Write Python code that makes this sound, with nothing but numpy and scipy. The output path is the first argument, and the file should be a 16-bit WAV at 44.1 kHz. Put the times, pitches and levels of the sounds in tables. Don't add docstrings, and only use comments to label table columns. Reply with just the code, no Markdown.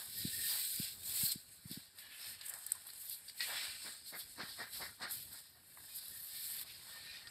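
import sys
import numpy as np
from scipy import signal
from scipy.fft import rfft, irfft
from scipy.io import wavfile

SR = 44100
rng = np.random.default_rng(int(sys.argv[2]) if len(sys.argv) > 2 else 0)


def voltage_ratio(level):
    return 10 ** (np.asarray(level, float) / 20)


def transcribe(signal):
    frames = np.atleast_2d(signal).T
    limited = np.clip(frames, -1, 1)
    pcm = np.round(limited * 32767).astype(np.int16)
    wavfile.write(sys.argv[1], SR, pcm)


N = 321930
FLAT = [(20, 0), (20000, 0)]   # pitch_hz, level_db


def rms_one(x):
    return x / np.sqrt(np.mean(x ** 2) + 1e-20)


def coloured(x, points, low_hz=0, high_hz=30000):
    hz = np.arange(N // 2 + 1) * SR / N + 1
    points_hz, points_db = np.transpose(points)
    shape = voltage_ratio(np.interp(np.log(hz), np.log(points_hz), points_db))
    band = 1 / np.sqrt((1 + (low_hz / hz) ** 24) * (1 + (hz / high_hz) ** 24))
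    return irfft(rfft(x) * shape * band, N)


def drift(rate_hz):
    r = np.exp(-64 * np.pi * rate_hz / SR)
    noise = rng.standard_normal(N // 32 + 2002)
    slow = signal.lfilter([1], [1, -2 * r, r * r], noise)[2000:]
    return np.interp(np.arange(N) / 32, np.arange(len(slow)), rms_one(slow))


def resonance(x, hz, width_hz):
    r = np.exp(-np.pi * width_hz / SR)
    poles = [1, -2 * r * np.cos(2 * np.pi * hz / SR), r * r]
    return signal.lfilter([(1 - r * r) / 2, 0, (r * r - 1) / 2], poles, x)


def grains(per_s, spread_db, chatter_db):
    sizes = voltage_ratio(spread_db * np.minimum(rng.exponential(1, N), 5)) * rng.choice([-1, 1], N)
    born = rng.random(N) < per_s / SR
    clumps_db = chatter_db * drift(45) + 0.75 * chatter_db * drift(4.2)
    return rms_one(sizes * born * voltage_ratio(clumps_db))


def pressure(peak_s, rise_s, fall_s, db, rest_db=-150, steep=1.0, hold_s=0):
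    t = np.arange(0, N + 32, 32) / SR
    late = t - np.array(peak_s)[:, None]
    before = -late / np.maximum(rise_s, .003)[:, None]
    after = np.maximum(late - hold_s, 0) / np.maximum(fall_s, .003)[:, None]
    away = np.where(late < 0, before, after)
    stroke_db = np.array(db)[:, None] - steep * 12 * away ** 1.103
    power = voltage_ratio(2 * stroke_db).sum(axis=0) + voltage_ratio(2 * rest_db)
    return np.interp(np.arange(N) / SR, t, np.sqrt(power))


def short(rows):
    return [(s, 0.41 * length, 0.59 * length, db, colour) for s, length, db, colour in rows]


# pitch_hz, level_db (per Hz)
HISS_COLOUR = [(20, 13), (60, 14), (150, -3), (1000, -4), (12000, 0), (16000, -1)]


def hiss():
    return voltage_ratio(-90) * rms_one(coloured(rng.standard_normal(N), HISS_COLOUR))


# time_s, level_db
RUMBLE_LEVELS = [(0.0, -75), (0.12, -69), (0.42, -68), (0.7, -76), (1.22, -70), (1.42, -77.5), (1.9, -81),
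                 (3.25, -80.5), (3.72, -77), (4.23, -76.5), (5.2, -72), (5.41, -76.5), (5.85, -78),
                 (6.49, -74.5), (6.61, -75.5), (6.95, -75), (7.3, -76)]
# pitch_hz, level_db (per Hz)
RUMBLE_SPECTRUM = [(12, -58), (20, -15), (32, -10), (92, 3), (218, -6.5), (274, -7.5), (307, -9.5),
                   (600, -16.5), (780, -18.5), (1320, -120)]


def rumble():
    time_s, db = np.transpose(RUMBLE_LEVELS)
    level_db = np.interp(np.arange(N) / SR, time_s, db)
    noise = rms_one(coloured(rng.standard_normal(N), RUMBLE_SPECTRUM))
    return voltage_ratio(level_db + 2.5 + 2.7 * drift(8.7)) * noise


# start_s, peak_db, pitch_hz
FINGER_BUMPS = [(.2495, -30, 214), (0.7973, -33.5, 202), (1.232, -37.5, 164), (1.356, -40, 220),
                (1.654, -42, 154), (1.711, -39, 230), (1.772, -39.5, 222), (4.432, -44, 207),
                (0.273, -48, 201), (1.698, -54, 200), (1.726, -55, 179.7)]


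def bumps():
    out = np.zeros(N)
    for s, db, hz in FINGER_BUMPS:
        start = round(s * SR)
        cycles = np.arange(round(4.0 * SR / hz)) * hz / SR
        swing = np.sin(2 * np.pi * 1.41 * cycles ** 0.62)
        swing *= np.sin(np.pi / 2 * np.minimum(cycles / 1.1, 1))
        swing *= np.exp(-np.maximum(cycles - 1.15, 0) / 0.57)
        out[start:][:len(swing)] += voltage_ratio(db) * swing
        creak = rng.standard_normal(3000) * np.hanning(3000)
        out[start - 1300:][:3000] += voltage_ratio(db - 8.5) * resonance(creak, hz, 150)
    return coloured(out, FLAT, 55, 490)


# start_s, peak_db, pitch_hz
PEBBLES = [
    (5.774, -42.5, 1150),
    (5.7845, -50, 950),
    (5.799, -58, 1150),
    (2.8893, -50, 1300),
    (2.566, -54, 900),
    (7.2715, -52, 1800),
]


def knocks():
    out = np.zeros(N)
    for s, db, hz in PEBBLES:
        cycles = np.arange(round(8 * SR / hz)) * hz / SR
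        swing = np.sin(2 * np.pi * cycles) + 0.6 * np.sin(2 * np.pi * 1.75 * cycles)
        out[round(s * SR):][:len(swing)] += voltage_ratio(db - 3.0 - 20 * cycles / 3.6) * swing
    return coloured(out, FLAT, 600, 2800)


# pitch_hz, level_db (per Hz)
PORT_COLOUR = [(1250, -20.5), (1550, -5), (1850, -5.5), (3000, -10.5), (4100, 2.5), (5200, -0.5),
               (5700, -16), (6300, -22), (6900, -15.5), (8300, 1.5), (9800, -10.5), (12200, 2), (13300, -5),
               (15700, -1.5)]
# start_s, bright_peak_db, top_db (relative to bright), dull_peak_db
STONE_SNAPS = [(0.273, -39, -5, -42), (0.76, -23, -9, -55), (1.714, -39, 2, -57), (1.986, -44, -6, -44),
               (2.412, -34, -17, -37.5), (2.4845, -28, -16, -55), (2.4965, -27, -12, -61),
               (2.5378, -26, -12, -45), (2.665, -23.5, -9, -53), (2.7169, -37, -4, -38),
               (2.7196, -17, -9, -61), (2.7523, -32, -15, -64), (2.8687, -34, -3, -54),
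               (2.8893, -53, 1, -48), (2.9017, -37, -4, -45), (2.9823, -42, -7, -56), (3.097, -29, 0, -50),
               (3.282, -46, -5, -44), (3.296, -40, -8, -42), (3.4057, -35, -12, -26), (6.082, -43, 10, -58),
               (4.7334, -35, -3, -49), (5.1104, -31.5, 0, -44), (5.1348, -38, -14, -42.5),
               (5.3295, -39.5, -1, -50), (5.955, -45, 1.5, -56), (5.9853, -37, -6, -48),
               (6.11, -41, 3, -57.5), (6.613, -34, 1.5, -45), (7.2713, -48, -8, -40),
               (2.4633, -30, -16, -55), (2.4935, -30, -10, -58), (2.547, -36, -8, -52),
               (2.587, -46, 8, -58), (2.7045, -36, -8, -58), (2.934, -37, -6, -52), (3.055, -40, -4, -56),
               (3.3785, -42, -6, -50), (3.47, -36, -3, -44), (4.059, -44, -3, -50), (4.129, -48, -4, -50),
               (4.295, -45, -4, -54), (4.845, -42, -4, -46), (5.001, -50, -4, -46), (5.0305, -44, -4, -43),
               (5.17, -38, -2, -50)]


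def snaps():
    parts, t = np.zeros((3, N + 3000)), np.arange(3000) / SR
    for s, db, top_db, dull_db in STONE_SNAPS:
        crack = np.abs(t - .002) < .4 / SR
        burst = rng.standard_normal(3000) + (3 + voltage_ratio(db + 31)) * crack
        decay_s = 0.017 + .0004 * max(-26 - db, 0)
        fade_db = np.minimum(-60 * (t - .002) / decay_s, -7000 * (.002 - t))
        dull_fade_db = 0.46 * fade_db * decay_s / 0.017
        levels_db = [db + fade_db, db + top_db + fade_db, dull_db + 4.0 + dull_fade_db]
        parts[:, round((s - .001) * SR):][:, :len(t)] += burst * voltage_ratio(levels_db)
    bands_hz = [(6300, 10200), (10200, 14000), (800, 5500)]
    return voltage_ratio(-2.0) * sum(coloured(part[:N], PORT_COLOUR, *band) for part, band in zip(parts, bands_hz))


# start_s, end_s, pitch_hz, level_db
SINGING_MODES = [(0.13, 0.5, 1830, -65), (.17, .205, 1825, -64), (.3, .36, 1835, -62),
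                 (.375, .43, 1830, -57), (.43, .482, 1820, -53), (.505, 0.555, 1815, -56),
                 (0.453, 0.703, 4020, -53), (0.476, 0.528, 4750, -45.5), (0.777, 0.95, 1600, -71),
                 (1.246, 1.337, 4150, -45), (1.248, 1.298, 4390, -44), (2.553, 2.57, 880, -64),
                 (2.746, 2.771, 1020, -62.5), (5.835, 5.86, 1750, -69), (5.88, 5.897, 1750, -67),
                 (5.876, 5.997, 2475, -72), (3.395, 3.45, 1920, -46), (5.36, 5.434, 1680, -75),
                 (6.105, 6.219, 1817, -66), (6.9, 7.025, 1797, -61.5), (7.03, 7.13, 1830, -62),
                 (7.05, 7.207, 2440, -61.5), (7.138, 7.167, 1885, -57), (7.2, 7.29, 1830, -61),
                 (2.001, 2.2, 1740, -65), (2.2, 2.36, 1760, -67), (2.39, 2.56, 1740, -65.5),
                 (2.64, 2.79, 1750, -68.5), (4.13, 4.18, 2080, -56), (6.3, 6.6, 1800, -67),
                 (2.2, 2.36, 5220, -60), (3.278, 3.307, 4760, -54), (4.055, 4.1, 4290, -57),
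                 (6.58, 6.597, 3550, -54), (6.61, 6.63, 3550, -56), (7.268, 7.295, 4800, -57)]


def singing():
    out = np.zeros(N)
    cracks = grains(per_s=6000, spread_db=2.0, chatter_db=1.0)
    for start_s, end_s, hz, db in SINGING_MODES:
        a, b = round(start_s * SR), round(end_s * SR)
        ring = rms_one(resonance(cracks[a:b], hz, 0.017 * hz))
        out[a:b] += voltage_ratio(db) * ring * np.hanning(b - a) ** 0.16
    return out


# peak_s, rise_s, fall_s, level_db, boom_db (wall, relative)
HOOK_DIGS = [
    (3.497, 0.03, 0.16, -53.5, -33),
    (3.852, 0.02, 0.05, -58.5, -2.5),
    (4.128, 0.016, 0.04, -57.5, -5),
    (4.393, 0.022, 0.045, -52, -5.5),
    (4.594, 0.024, .05, -52, -10),
    (4.81, 0.02, 0.055, -52, -9),
    (5.014, .015, .055, -49, -10),
]
# peak_s, rise_s, fall_s, level_db
HOOK_GRAZES = [(.01, .03, 0.075, -63), (.51, 0.024, 0.13, -59), (.81, 0.08, 0.089, -79),
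               (1.25, 0.26, 0.093, -65), (1.76, 0.21, 0.1, -72.5), (1.98, 0.029, 0.7, -74.5),
               (2.23, 0.062, 0.62, -68.5), (2.54, 0.072, 0.073, -63), (2.77, 0.18, 0.047, -68),
               (2.9, 0.1, 0.076, -76), (3.24, 0.99, 0.22, -78.5), (3.41, .045, .2, -70),
               (3.93, .03, .06, -70), (4.21, .03, .07, -69), (4.49, .04, .1, -68), (4.76, .04, .06, -66),
               (5.12, .04, .08, -68), (5.37, 0.092, 0.076, -67.5), (5.78, 0.02, 0.065, -70),
               (6.62, 0.82, 0.084, -69.5), (6.93, 0.26, 0.97, -69.5), (7.15, 0.18, 0.051, -72),
               (7.3, 0.048, .1, -73)]
# pitch_hz, level_db (per Hz)
PLOUGH_COLOUR = [(260, -26), (450, -15.5), (590, -3.5), (924, -0.5), (1170, -0.5), (1470, 1.5), (1830, 6),
                 (2600, -38), (3380, -47), (5720, -120)]


def hook():
    rest_db = -82
    bite_hold_s, tear_hold_s, tear_lag_s = .026, .03, .008
    *when, db, boom_db = np.transpose(HOOK_DIGS)
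    graze = pressure(*np.transpose(HOOK_GRAZES))
    bite = np.hypot(pressure(*when, db - 0.5, rest_db, 1.18, bite_hold_s), graze)
    tear = np.roll(pressure(*when, db, rest_db, .95, tear_hold_s), round(tear_lag_s * SR))
    tear = np.hypot(tear, graze)
    thrust = pressure(*when, db + boom_db, -88, 1.87, bite_hold_s)

    cracks = grains(per_s=1800, spread_db=0.5, chatter_db=2.0)
    shank_hz = np.geomspace(210, 2100, 18)
    shank = sum(voltage_ratio(4.2 * drift(9)) * resonance(cracks, hz, 55) for hz in shank_hz)
    sound = cracks + voltage_ratio(-1.0) * shank
    boom = rms_one(coloured(sound, [(150, 1.0), (500, -4.3)], 107, 536))
    plough = rms_one(coloured(sound, PLOUGH_COLOUR))
    dull = coloured(plough, FLAT, 0, 1150)
    return voltage_ratio(3) * (bite * dull + tear * (plough - dull)) + thrust * boom


def blade_modes(cracks):
    pitches_hz = np.geomspace(1400, 14500, 64) * voltage_ratio(rng.normal(0, .08, 64))
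    out = np.zeros(N)
    for k, hz in enumerate(pitches_hz):
        fed = voltage_ratio(np.minimum(5.5 * drift(8), 10) - 10)
        out += fed * resonance(cracks, hz, 35 + 0.011 * hz) * (-1) ** k
    return out


# peak_s, rise_s, fall_s, ring_db, lower_modes_db (relative)
BLADE_DRAGS = [(0.0, .05, 0.077, -51, -15), (.21, 0.12, 0.21, -48, -15), (.53, 0.29, 0.31, -46.5, -10),
               (.83, 0.17, 0.19, -46.5, -13), (1.21, 0.16, 0.11, -44.5, -12.5),
               (1.32, 0.046, 0.015, -44, -14), (1.722, 0.028, 0.11, -52, -14), (1.99, 0.02, .22, -61.5, -5),
               (2.24, 0.052, .18, -51.5, -8.5), (2.46, 0.17, 0.057, -63.5, 3.5),
               (2.68, 0.21, 0.34, -61.5, -11.5), (2.9, .06, 0.21, -62.5, -9),
               (3.135, 0.085, .025, -50.5, -19), (3.284, 0.0076, 0.047, -52, -30),
               (3.411, 0.011, 0.076, -44, -4.5), (3.6, 0.18, 0.18, -46.5, -5), (4.53, 0.17, 0.12, -52, -16),
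               (4.75, 0.032, 0.13, -48.5, -16), (5.17, 0.13, 0.09, -53, -13.5),
               (5.37, 0.14, 0.16, -58.5, -15.5), (5.95, 0.1, 0.5, -57, -18), (6.36, 0.15, 0.58, -52.5, -17),
               (6.62, 0.31, 0.1, -57.5, -4), (7.16, 0.47, .1, -54.5, -9.5)]
# peak_s, length_s, ring_db, lower_modes_db (relative)
BLADE_TOUCHES = [
    (1.02, 0.13, -58.5, -12),
    (2.14, 0.23, -68, 7.5),
    (3.388, .03, -51, -17),
    (3.85, 0.29, -53, -15),
    (4.075, 0.18, -56, -16),
    (4.205, 0.075, -50.5, -15),
    (5.85, 0.14, -62.5, -20),
    (6.7, 0.084, -60.5, -1.5),
]
RESTING_DB = [-77, -78.5, -68.5, -76, -83, -92]
DIG_SHAKE_DB = [-2, -17, 0.0]


def blade_gains():
    *when, db, lower_db = np.transpose(BLADE_DRAGS + short(BLADE_TOUCHES))
    own_db = [db - 6.5 + 0.79 * lower_db, db + lower_db, db]
    dig = pressure(*np.transpose(HOOK_DIGS)[:-1], hold_s=.018)
    dig = np.roll(dig, round(.01 * SR))
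    graze = pressure(*np.transpose(HOOK_GRAZES))
    low, middle, ring = [np.hypot(pressure(*when, level_db, rest_db), voltage_ratio(shake_db) * dig)
                         for level_db, rest_db, shake_db in zip(own_db, RESTING_DB, DIG_SHAKE_DB)]
    return [np.hypot(low, voltage_ratio(-5) * graze), middle, ring]


# peak_s, rise_s, fall_s, grit_db, finer_grit_db (relative)
EDGE_SWEEPS = [(0.0, .05, 0.087, -53, 0.5), (.52, 0.4, 0.58, -44, -2), (.85, 0.23, 0.031, -48, -6),
               (1.13, .1, 0.11, -55, -4), (1.269, 0.21, 0.045, -39, -3.5), (1.73, 0.078, 0.12, -56, -1.5),
               (2.3, 0.22, 0.1, -54, -1.5), (2.61, 0.29, 0.37, -55.5, -5), (3.02, 0.16, 0.14, -56, -0.5),
               (3.13, 0.13, 0.049, -55.5, 7), (3.43, 0.089, .3, -51, -4), (3.62, 0.42, .25, -50.5, -13),
               (3.85, 0.12, 0.22, -53, -9), (4.5, 0.12, .35, -58, -1), (4.75, 0.043, 0.16, -52, 0.5),
               (5.12, 0.027, 0.17, -51, 3.5), (5.34, 0.026, 0.11, -53.5, -7),
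               (5.82, 0.17, 0.43, -62.5, -16), (6.5, 0.68, 0.19, -53, 3.5), (6.625, 0.27, .02, -54, 4),
               (6.85, .2, 0.63, -58.5, -4.5)]
# peak_s, length_s, grit_db, finer_grit_db (relative)
EDGE_FLICKS = [(0.186, 0.072, -52.5, 8.5), (1.318, 0.035, -39.5, -10), (1.533, 0.1, -58.5, -10),
               (1.992, 0.087, -59, 0), (2.462, 0.056, -48.5, -5), (2.496, 0.023, -46, -7),
               (2.88, .06, -68, 13), (3.29, 0.055, -61, 1.5), (4.087, 0.11, -54.5, -1.5),
               (4.191, 0.088, -52, 5), (4.32, 0.18, -57, -9), (5.03, .09, -57.5, -18),
               (5.966, 0.055, -53, 6)]


def grit_gains():
    *when, db, fine_db = np.transpose(EDGE_SWEEPS + short(EDGE_FLICKS))
    dust_db = db - 5 + 0.74 * (db + 52) + .3 * fine_db
    return [pressure(*when, db, RESTING_DB[3]),
            pressure(*when, db + fine_db, RESTING_DB[4]),
            pressure(*when, dust_db, RESTING_DB[5], 1.55)]


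# middle_s, half_length_s, loss_db
TROWEL_LIFTS = [
    (.975, 0.062, 8.5),
    (1.61, 0.032, 2),
    (1.94, 0.045, 3),
    (2.387, .04, 4),
    (3.344, .04, 5.5),
    (4.03, .04, 3),
    (4.985, 0.017, 2),
    (5.597, .13, 5),
    (1.45, .04, 2.5),
    (6.65, .018, 7),
]


def contact():
    t = np.arange(0, N + 32, 32) / SR
    loss_db = sum(db * np.exp(-((t - s) / half_s) ** 2) for s, half_s, db in TROWEL_LIFTS)
    return np.interp(np.arange(N) / SR, t, voltage_ratio(-loss_db))


BAND_SPLITS = (2300, 3200, 6300, 10000, 13000)


def trowel():
    cracks = grains(per_s=9000, spread_db=1.5, chatter_db=0.68)
    sound = cracks + voltage_ratio(4.0) * blade_modes(cracks)
    edges_hz = (1, *BAND_SPLITS, SR)
    out = np.zeros(N)
    for gain, low_hz, high_hz in zip(blade_gains() + grit_gains(), edges_hz, edges_hz[1:]):
        band = rms_one(coloured(sound, PORT_COLOUR, low_hz, high_hz))
        out += gain * voltage_ratio(0.44 * drift(22)) * band
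    return contact() * out


# pitch_hz, width_hz, share (of the sound)
PORT_DIFFERENCES = [
    (1840, 960, 0.28),
    (9780, 1300, -0.27),
    (8740, 1000, 0.087),
]


def port_difference(mid):
    echo = np.roll(mid, 431)
    side = 0.02 * voltage_ratio(3 * drift(12)) * np.diff(echo, prepend=0) + 0.0089 * echo
    for hz, width_hz, share in PORT_DIFFERENCES:
        ringing = mid + echo
        for _ in range(3):
            ringing = resonance(ringing, hz, width_hz)
        side += share * voltage_ratio(2.5 * drift(15) - 1) * ringing
    return side


def scene():
    mid = rumble() + bumps() + knocks() + snaps() + singing() + hook() + trowel()
    side = port_difference(mid) + hiss()
    return np.array([mid + side, mid - side])


def band_limit(x):
    return signal.sosfilt(signal.butter(12, 15760, fs=SR, output="sos"), x)


def record(dry):
    top_cut = signal.cheby2(20, 60, 15950, fs=SR, output="sos")
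    mix = signal.sosfilt(top_cut, dry)
    return band_limit(mix)


dry = scene()
out = record(dry)
transcribe(out)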